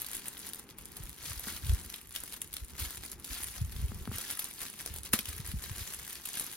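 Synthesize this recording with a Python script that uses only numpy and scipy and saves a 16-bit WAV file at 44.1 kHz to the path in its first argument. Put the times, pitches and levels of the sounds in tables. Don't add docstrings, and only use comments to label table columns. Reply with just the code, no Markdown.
import sys
import numpy as np
from scipy import signal
from scipy.fft import rfft, irfft, next_fast_len
from scipy.io import wavfile
from scipy.ndimage import uniform_filter1d, map_coordinates

SR = 44100
rng = np.random.default_rng(int(sys.argv[2]) if len(sys.argv) > 2 else 0)


def store_pcm(level_fs):
    pcm = np.round(np.clip(level_fs, -1, 1) * 32767).astype(np.int16)
    wavfile.write(sys.argv[1], SR, np.atleast_2d(pcm).T)


def invert_db(level):
    return 10 ** (np.asarray(level, dtype=float) / 20)


N = 289296


def unit(x):
    return x / np.sqrt(np.mean(x ** 2) + 1e-20)


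def along(points, hz):
    point_hz, value = np.transpose(points)
    return np.interp(np.log(hz + 1), np.log(point_hz + 1), value)


def wobble(rate):
    knots = rng.standard_normal(int(N * rate / SR) + 4)
    return map_coordinates(knots, [np.arange(N) * rate / SR])


def filtered(x, response):
    m = next_fast_len(N + SR // 2)
    return irfft(rfft(x, m) * response(np.fft.rfftfreq(m, 1 / SR)), m)[..., :N]


def coloured(x, spectrum):
    gain = invert_db(along(spectrum, np.linspace(0, SR / 2, num=999)))
    norm = np.sqrt(np.mean(gain ** 2))
    return filtered(x, lambda hz: invert_db(along(spectrum, hz)) / norm)


def bursts(s, db, ms):
    open_s = 0.0016
    reach = int(np.max(ms) * SR / 1000) + 1
    step = np.arange(-2 * reach, 3 * reach)
    u = step / (ms[:, None] * SR / 1000)
    swell = np.exp(-(u / .75) ** 2 - (step / (open_s * SR)) ** 2)
    dying = np.exp(-np.abs(u) / .6)
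    shape = np.where(u < 0, swell, dying)
    at = np.clip(np.round(np.asarray(s) * SR).astype(int)[:, None] + step, 0, N)
    return np.bincount(at.ravel(), (invert_db(db)[:, None] * shape).ravel(), N + 1)[:N]


def room_tone():
    # (frequency [Hz], relative level [dB])
    air_colour = [(25, -47), (50, -4), (110, -6.5), (190, -2.5), (430, -6), (600, -22), (800, -14.5),
                  (3000, -22), (10500, -80), (16000, -48)]
    waver_db = 3 * wobble(5.4)
    return invert_db(-61.5 + waver_db) * coloured(rng.standard_normal(N), air_colour)


def shaking():
    # (time [s], level [dB])
    shake = [(0.85, -62), (0.93, -52.5), (1.15, -55.5), (1.63, -51), (1.72, -42.5), (2.02, -63),
             (2.83, -51), (3.05, -57.5), (3.44, -57), (3.84, -37.5), (4.12, -52.5), (4.3, -66), (4.71, -70),
             (4.91, -47.5), (5.2, -58), (5.56, -43), (5.68, -52), (5.95, -55), (6.55, -91)]
    # (frequency [Hz], relative level [dB])
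    rumble_colour = [(18, -29), (35, -6.5), (65, 1), (110, -11.5), (200, -18), (300, -44)]
    s, db = np.transpose(shake)
    rumble = unit(coloured(rng.standard_normal(N), rumble_colour))
    lumps = unit(invert_db(3.8 * wobble(18)) * rumble)
    return invert_db(np.interp(np.arange(N) / SR, s, db)) * lumps


def background():
    return room_tone() + shaking()


def knocks():
    # (time [s], level [dB])
    knock_rows = [(1.47, -40.5), (3.917, -40.5), (4.074, -35.5), (4.114, -39), (5.136, -27.5),
                  (5.19, -43.5)]
    # (frequency [Hz], width [Hz], level [dB])
    cardboard = [(218, 51, 10.5), (405, 29, -5), (840, 600, -10.5), (1260, 320, -8)]
    s, db = np.transpose(knock_rows)
    push = bursts(s + 0.00185, db + 18.5, np.full(len(s), .2))

    def walls(hz):
        return sum(invert_db(db) * 1j * hz * width / (centre ** 2 - hz ** 2 + 1j * hz * width)
                   for centre, width, db in cardboard)
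    return filtered(push, walls)


def thuds():
    # (time [s], envelope peak level [dB], mid-slide frequency [Hz])
    blows = [(1.008, -37.5, 112), (1.043, -40, 45.8), (1.316, -37.5, 83.4), (1.378, -38, 59),
             (1.645, -32, 75.5), (1.665, -32.5, 124), (1.702, -18.5, 68), (1.735, -19, 71.5),
             (1.87, -41, 63), (2.631, -34.5, 59.7), (2.826, -31.5, 78), (2.869, -39, 60.4),
             (3.318, -36.5, 55), (3.621, -23, 106), (3.647, -28.5, 80.5), (3.68, -38.5, 74),
             (3.763, -37, 65), (3.831, -33, 124), (3.847, -24, 65), (3.899, -33, 91), (4.015, -34.5, 67),
             (4.096, -29, 105), (4.157, -36.5, 95), (4.91, -37, 79.6), (5.141, -39, 129),
             (5.295, -34.5, 75), (5.347, -39, 80), (5.403, -32.5, 128), (5.494, -34, 78),
             (5.542, -30.5, 170), (5.563, -27.5, 64.3), (5.715, -32, 103), (5.787, -43, 68.6),
             (5.819, -34.5, 81)]
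    width_cycles = 1.32
    out = np.zeros(N + SR)
    t = np.arange(-SR // 10, SR // 10) / SR
    for s, db, hz in blows:
        width = width_cycles / hz
        u = t / width
        swell = np.exp(-(u / np.where(u < 0, .55, .75)) ** 2)
        cycles = hz * (t - 0.44 * width * np.log(np.cosh(u)))
        out[round(s * SR):][:len(t)] += invert_db(db) * swell * np.cos(2 * np.pi * (cycles + 0.4))
    return out[SR // 10:][:N]


def pulls():
    # (time of strongest pull [s], level [dB], swell [s], fade [s])
    pull_rows = [(0.0, -42, .05, 0.067), (.145, -44, 0.13, 0.1), (.27, -45, 0.11, 0.078),
                 (.47, -45.5, 0.23, 0.055), (.59, -52, 0.12, .05), (.7, -56.5, 0.012, 0.034),
                 (.788, -52, 0.012, 0.043), (.878, -57, 0.018, .2), (.968, -53.5, 0.069, 0.35),
                 (1.278, -40, 0.067, 0.15), (1.477, -37.5, 0.059, 0.12), (1.696, -43, 0.099, .15),
                 (1.936, -51, 0.51, 0.15), (2.155, -47, 0.043, 0.17), (2.34, -46.5, 0.071, 0.041),
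                 (2.449, -52, 0.04, 0.048), (2.55, -51.5, 0.038, .1), (2.703, -50, .03, .03),
                 (2.804, -38, 0.026, .12), (2.92, -45, .15, .07), (3.048, -45.5, 0.038, .07),
                 (3.125, -48.5, 0.041, .025), (3.248, -49, .01, .2), (3.325, -40, .065, .16),
                 (3.437, -43.5, .07, 0.16), (3.56, -43, 0.067, 0.085), (3.796, -51, 0.2, 0.51),
                 (4.135, -39, 0.022, 0.18), (4.316, -37.5, 0.079, 0.041), (4.46, -45, 0.32, 0.099),
                 (4.622, -40.5, 0.057, 0.091), (4.78, -48, 0.033, 0.13), (4.93, -48, 0.58, 0.071),
                 (5.055, -40, 0.0099, 0.021), (5.135, -31.5, .004, 0.043), (5.288, -44, 0.062, 0.18),
                 (5.517, -44.5, 0.12, 0.028), (5.65, -44.5, 0.028, .15), (5.77, -42.5, 0.059, 0.33),
                 (5.927, -41.5, 0.36, 0.1), (6.136, -47, 0.67, .13), (6.39, -41, 0.18, 0.27)]
    swell_db = 12
    t = np.arange(0, N, 32) / SR
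    s, db, swell, fade = np.transpose(pull_rows)[:, :, None]
    away = np.where(t < s, (s - t) / np.maximum(swell, .005), (t - s) / fade)
    return np.interp(np.arange(N) / SR, t, np.max(db - swell_db * away, axis=0))


def fibres(spiky_db):
    jumps = np.repeat(rng.uniform(-1, 1, N // 8 + 1), 8)[:N]
    return unit(rng.standard_normal(N) * invert_db(spiky_db * jumps))


def hail():
    when, size, life, tone = rng.random((1900, 4)).T
    size_db = 18 * size ** 2
    ms = .4 + 1.4 * life
    lean_db = 12 * (tone - .5)
    return [unit(bursts(when * N / SR, size_db + side * lean_db, ms)) for side in (1, -1)]


def clumps(s, db, ms):
    shift, loss = rng.random((len(s), 2, 3)).transpose(1, 2, 0)
    near_s = s + 0.0307 * (shift - .2)
    near_db = db - 12.0 - 12 * loss
    near = bursts(near_s.ravel(), near_db.ravel(), np.full(shift.size, .9))
    return bursts(s, db, ms) + near


def paper():
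    # (time [s], crisp peak level [dB], dull peak level [dB], burst width [ms])
    snaps = [(0.019, -28, -39, 1.1), (0.065, -32.5, -48, 2.8), (0.1159, -32, -58, 0.97),
             (0.1331, -34, -40, 1.5), (0.1522, -28.5, -38.5, 1.2), (0.1683, -33, -33.5, 1.2),
             (0.2833, -31, -47, 3), (0.393, -37, -56, 1.5), (0.4903, -32.5, -55, 3.5),
             (0.5347, -31, -34, 1.6), (0.547, -32, -56, 1.3), (0.691, -49, -45.5, 0.86),
             (0.7088, -53, -42, 2.1), (0.786, -39, -41.5, 1.7), (0.8564, -31.5, -40.5, 1.2),
             (0.968, -35.5, -42, 5.2), (1.0365, -38, -46, 1.5), (1.0949, -27, -42, 0.61),
             (1.13, -41, -39, 0.96), (1.3966, -29, -60, 2.2), (1.565, -40, -36, 4.4),
             (1.6953, -46.5, -33, 4), (1.814, -34.5, -63, 1.1), (1.9013, -39, -37, 1.4),
             (1.9414, -39, -34.5, 3.7), (2.1522, -36, -34.5, 2.2), (2.162, -32, -28, 2.6),
             (2.2374, -27.5, -46, 1.8), (2.3244, -37, -38.5, 2.7), (2.3756, -42, -56, 1.7),
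             (2.418, -27, -39, 3.1), (2.5306, -33, -34.5, 1.5), (2.54, -32.5, -36, 3.5),
             (2.5681, -33.5, -32.5, 2.8), (2.648, -41, -55, 1), (2.684, -42, -55, 1),
             (2.798, -29, -39, 1.9), (2.8506, -29.5, -35, 1.7), (2.9074, -33, -38, 1.5),
             (2.958, -40, -54, 1.2), (2.9724, -38, -41, 2.7), (3.0364, -32, -34, 1.3),
             (3.1175, -28, -41, 1.7), (3.199, -40, -55, 1), (3.245, -28.5, -38.5, 0.83),
             (3.2485, -35, -53, 1.1), (3.4284, -34, -50, 0.8), (3.4338, -30, -36, 2.2),
             (3.443, -35.5, -38, 1), (3.6484, -43, -46, 1.9), (3.715, -37.5, -54, 1.3),
             (3.765, -48, -34.5, 1.1), (3.9457, -36.5, -57, 0.85), (4.055, -49, -38, 1.4),
             (4.1847, -27, -31, 1.6), (4.311, -33, -43, 2.4), (4.393, -25.5, -36.5, 7.1),
             (4.4439, -28, -43, 2.3), (4.611, -56, -37, 0.98), (4.684, -39, -40, 2.3),
             (4.862, -27.5, -31, 0.98), (4.94, -37, -40, 1.8), (4.9621, -27.5, -44, 1.3),
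             (4.9859, -30, -37.5, 1.4), (5.0338, -37, -41, 1.7), (5.0567, -47, -46, 2.1),
             (5.134, -19, -18.5, 7.7), (5.191, -22.5, -23, 1.2), (5.195, -31, -31, 1.2),
             (5.2568, -44, -35.5, 2.8), (5.288, -38.5, -37, 3.7), (5.331, -38, -44, 1.4),
             (5.365, -39, -50, 1), (5.382, -42, -44, 1.3), (5.4562, -49, -40, 1.2), (5.623, -40, -38, 3.5),
             (5.7633, -39, -47, 2.1), (5.9377, -32, -46, 1.5), (5.9464, -32, -47, 1.5),
             (6.05, -36, -44, 1.1), (6.096, -36, -49, 1.4), (6.13, -30, -42, 0.96),
             (6.2558, -31.5, -36.5, 7.5), (6.289, -34, -47, 3.1), (6.333, -33, -49, 1.8),
             (6.3538, -36, -40, 2.1), (6.398, -23.5, -38, 2.6), (6.445, -30.5, -59, 0.82)]
    # (frequency [Hz], relative level [dB])
    crisp_colour = [(5000, -17), (7500, -6), (9000, -3.5), (10500, -1), (12500, -7), (14500, -8),
                    (16000, -7)]
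    # (frequency [Hz], relative level [dB])
    dull_colour = [(150, -4.5), (300, -4.5), (570, -12.5), (1000, -7), (1750, -2.5), (2500, -4), (3500, -2),
                   (5500, -4.5), (7500, -4), (9500, -8.5)]
    # (frequency [Hz], relative level [dB])
    crack_colour = [(500, -15.5), (1300, -10.5), (2000, -10), (3300, 1), (4800, -3.5), (7500, -11.5),
                    (9500, -8)]

    crisp_db = pulls()
    over_db = crisp_db + 48
    dull_db = -52 + 0.96 * over_db
    surge = invert_db(1.2 * wobble(40))
    sparse = invert_db(-.45 * over_db)
    crisp_hail, dull_hail = hail()

    s, crisp_peak_db, dull_peak_db, snap_ms = np.transpose(snaps)
    crisp_rub = invert_db(crisp_db - 1) * surge * (.55 + .72 * sparse * crisp_hail)
    crisp = crisp_rub + clumps(s, crisp_peak_db, snap_ms)
    dull = invert_db(dull_db) * surge * (1.09 + 0.63 * sparse * dull_hail)
    crack = clumps(s, dull_peak_db, snap_ms)

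    def play():
        return (coloured(crisp * fibres(spiky_db=7.5), crisp_colour)
                + coloured(dull * fibres(spiky_db=2.5), dull_colour)
                + coloured(crack * fibres(spiky_db=4.5), crack_colour))
    return play(), play()


def tinted(x, patchy_db):
    z = signal.stft(x, nperseg=128)[2]
    field = rng.standard_normal(z.shape[-2:])
    field = uniform_filter1d(field, size=7, axis=0)
    field = uniform_filter1d(field, size=4, axis=1)
    gain = invert_db(patchy_db * unit(field))
    return signal.istft(z * unit(gain), nperseg=128)[1][..., :N]


def room(x):
    # (frequency [Hz], decay time [s])
    decay = [(300, 0.22), (2000, 0.12), (6000, 0.16), (14000, 0.05)]
    out, hop = np.zeros(N + SR), 2048
    noise = rng.standard_normal((N // hop + 1, SR // 4))
    hz, t, z = signal.stft(noise, SR, nperseg=256)
    fade = invert_db(-60 * t / along(decay, hz)[:, None])
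    tails = signal.istft(z * fade, SR, nperseg=256)[1]
    for k, tail in enumerate(tails):
        wet = signal.fftconvolve(x[k * hop:][:hop], tail / np.linalg.norm(tail))
        out[k * hop + 90:][:len(wet)] += wet
    return out[:N]


def ports(x, stray):
    # (frequency [Hz], correlation [0-1])
    alike = [(100, .93), (500, .75), (4000, .62), (5500, .08), (7800, .68), (9500, .74), (11000, .95),
             (13500, .94), (14700, .6), (16500, .5)]
    # (frequency [Hz], left minus right level [dB])
    tilt = [(60, 0), (160, 1), (450, .5), (1200, 4.5), (2000, .8), (4500, 2.5), (9000, .8), (15000, 0)]
    # (frequency [Hz], phase by which left leads [rad])
    lead = [(100, -.6), (450, 0), (850, .8), (1500, -.7), (3400, 1.7), (5200, .5), (7900, 2.7), (11000, .1),
            (13600, -.2), (15500, -2.6)]

    def share(hz):
        turn = np.arccos(np.clip(along(alike, hz), 0, 1)) / 2
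        return np.array([np.cos(turn), np.sin(turn)])

    def lag_and_shade(hz):
        half = invert_db(along(tilt, hz) / 2) * np.exp(.5j * along(lead, hz))
        return np.array([half, 1 / half])
    mid, side = filtered(np.array([x, stray]), share)
    return filtered(np.array([mid + side, mid - side]), lag_and_shade)


def scene():
    sheets = tinted(np.array(paper()), patchy_db=2.5)
    sheet, stray = [x + invert_db(-9.0) * room(x) for x in sheets]
    shared = sheet + thuds() + knocks() + background()
    return ports(shared, stray + background())


def low_pass(x):
    return signal.sosfilt(signal.butter(12, 16810, fs=SR, output="sos"), x)


def record(dry):
    top_hz = 15900
    mix = filtered(dry, lambda hz: hz < top_hz)
    return low_pass(mix)


dry = scene()
out = record(dry)
store_pcm(out)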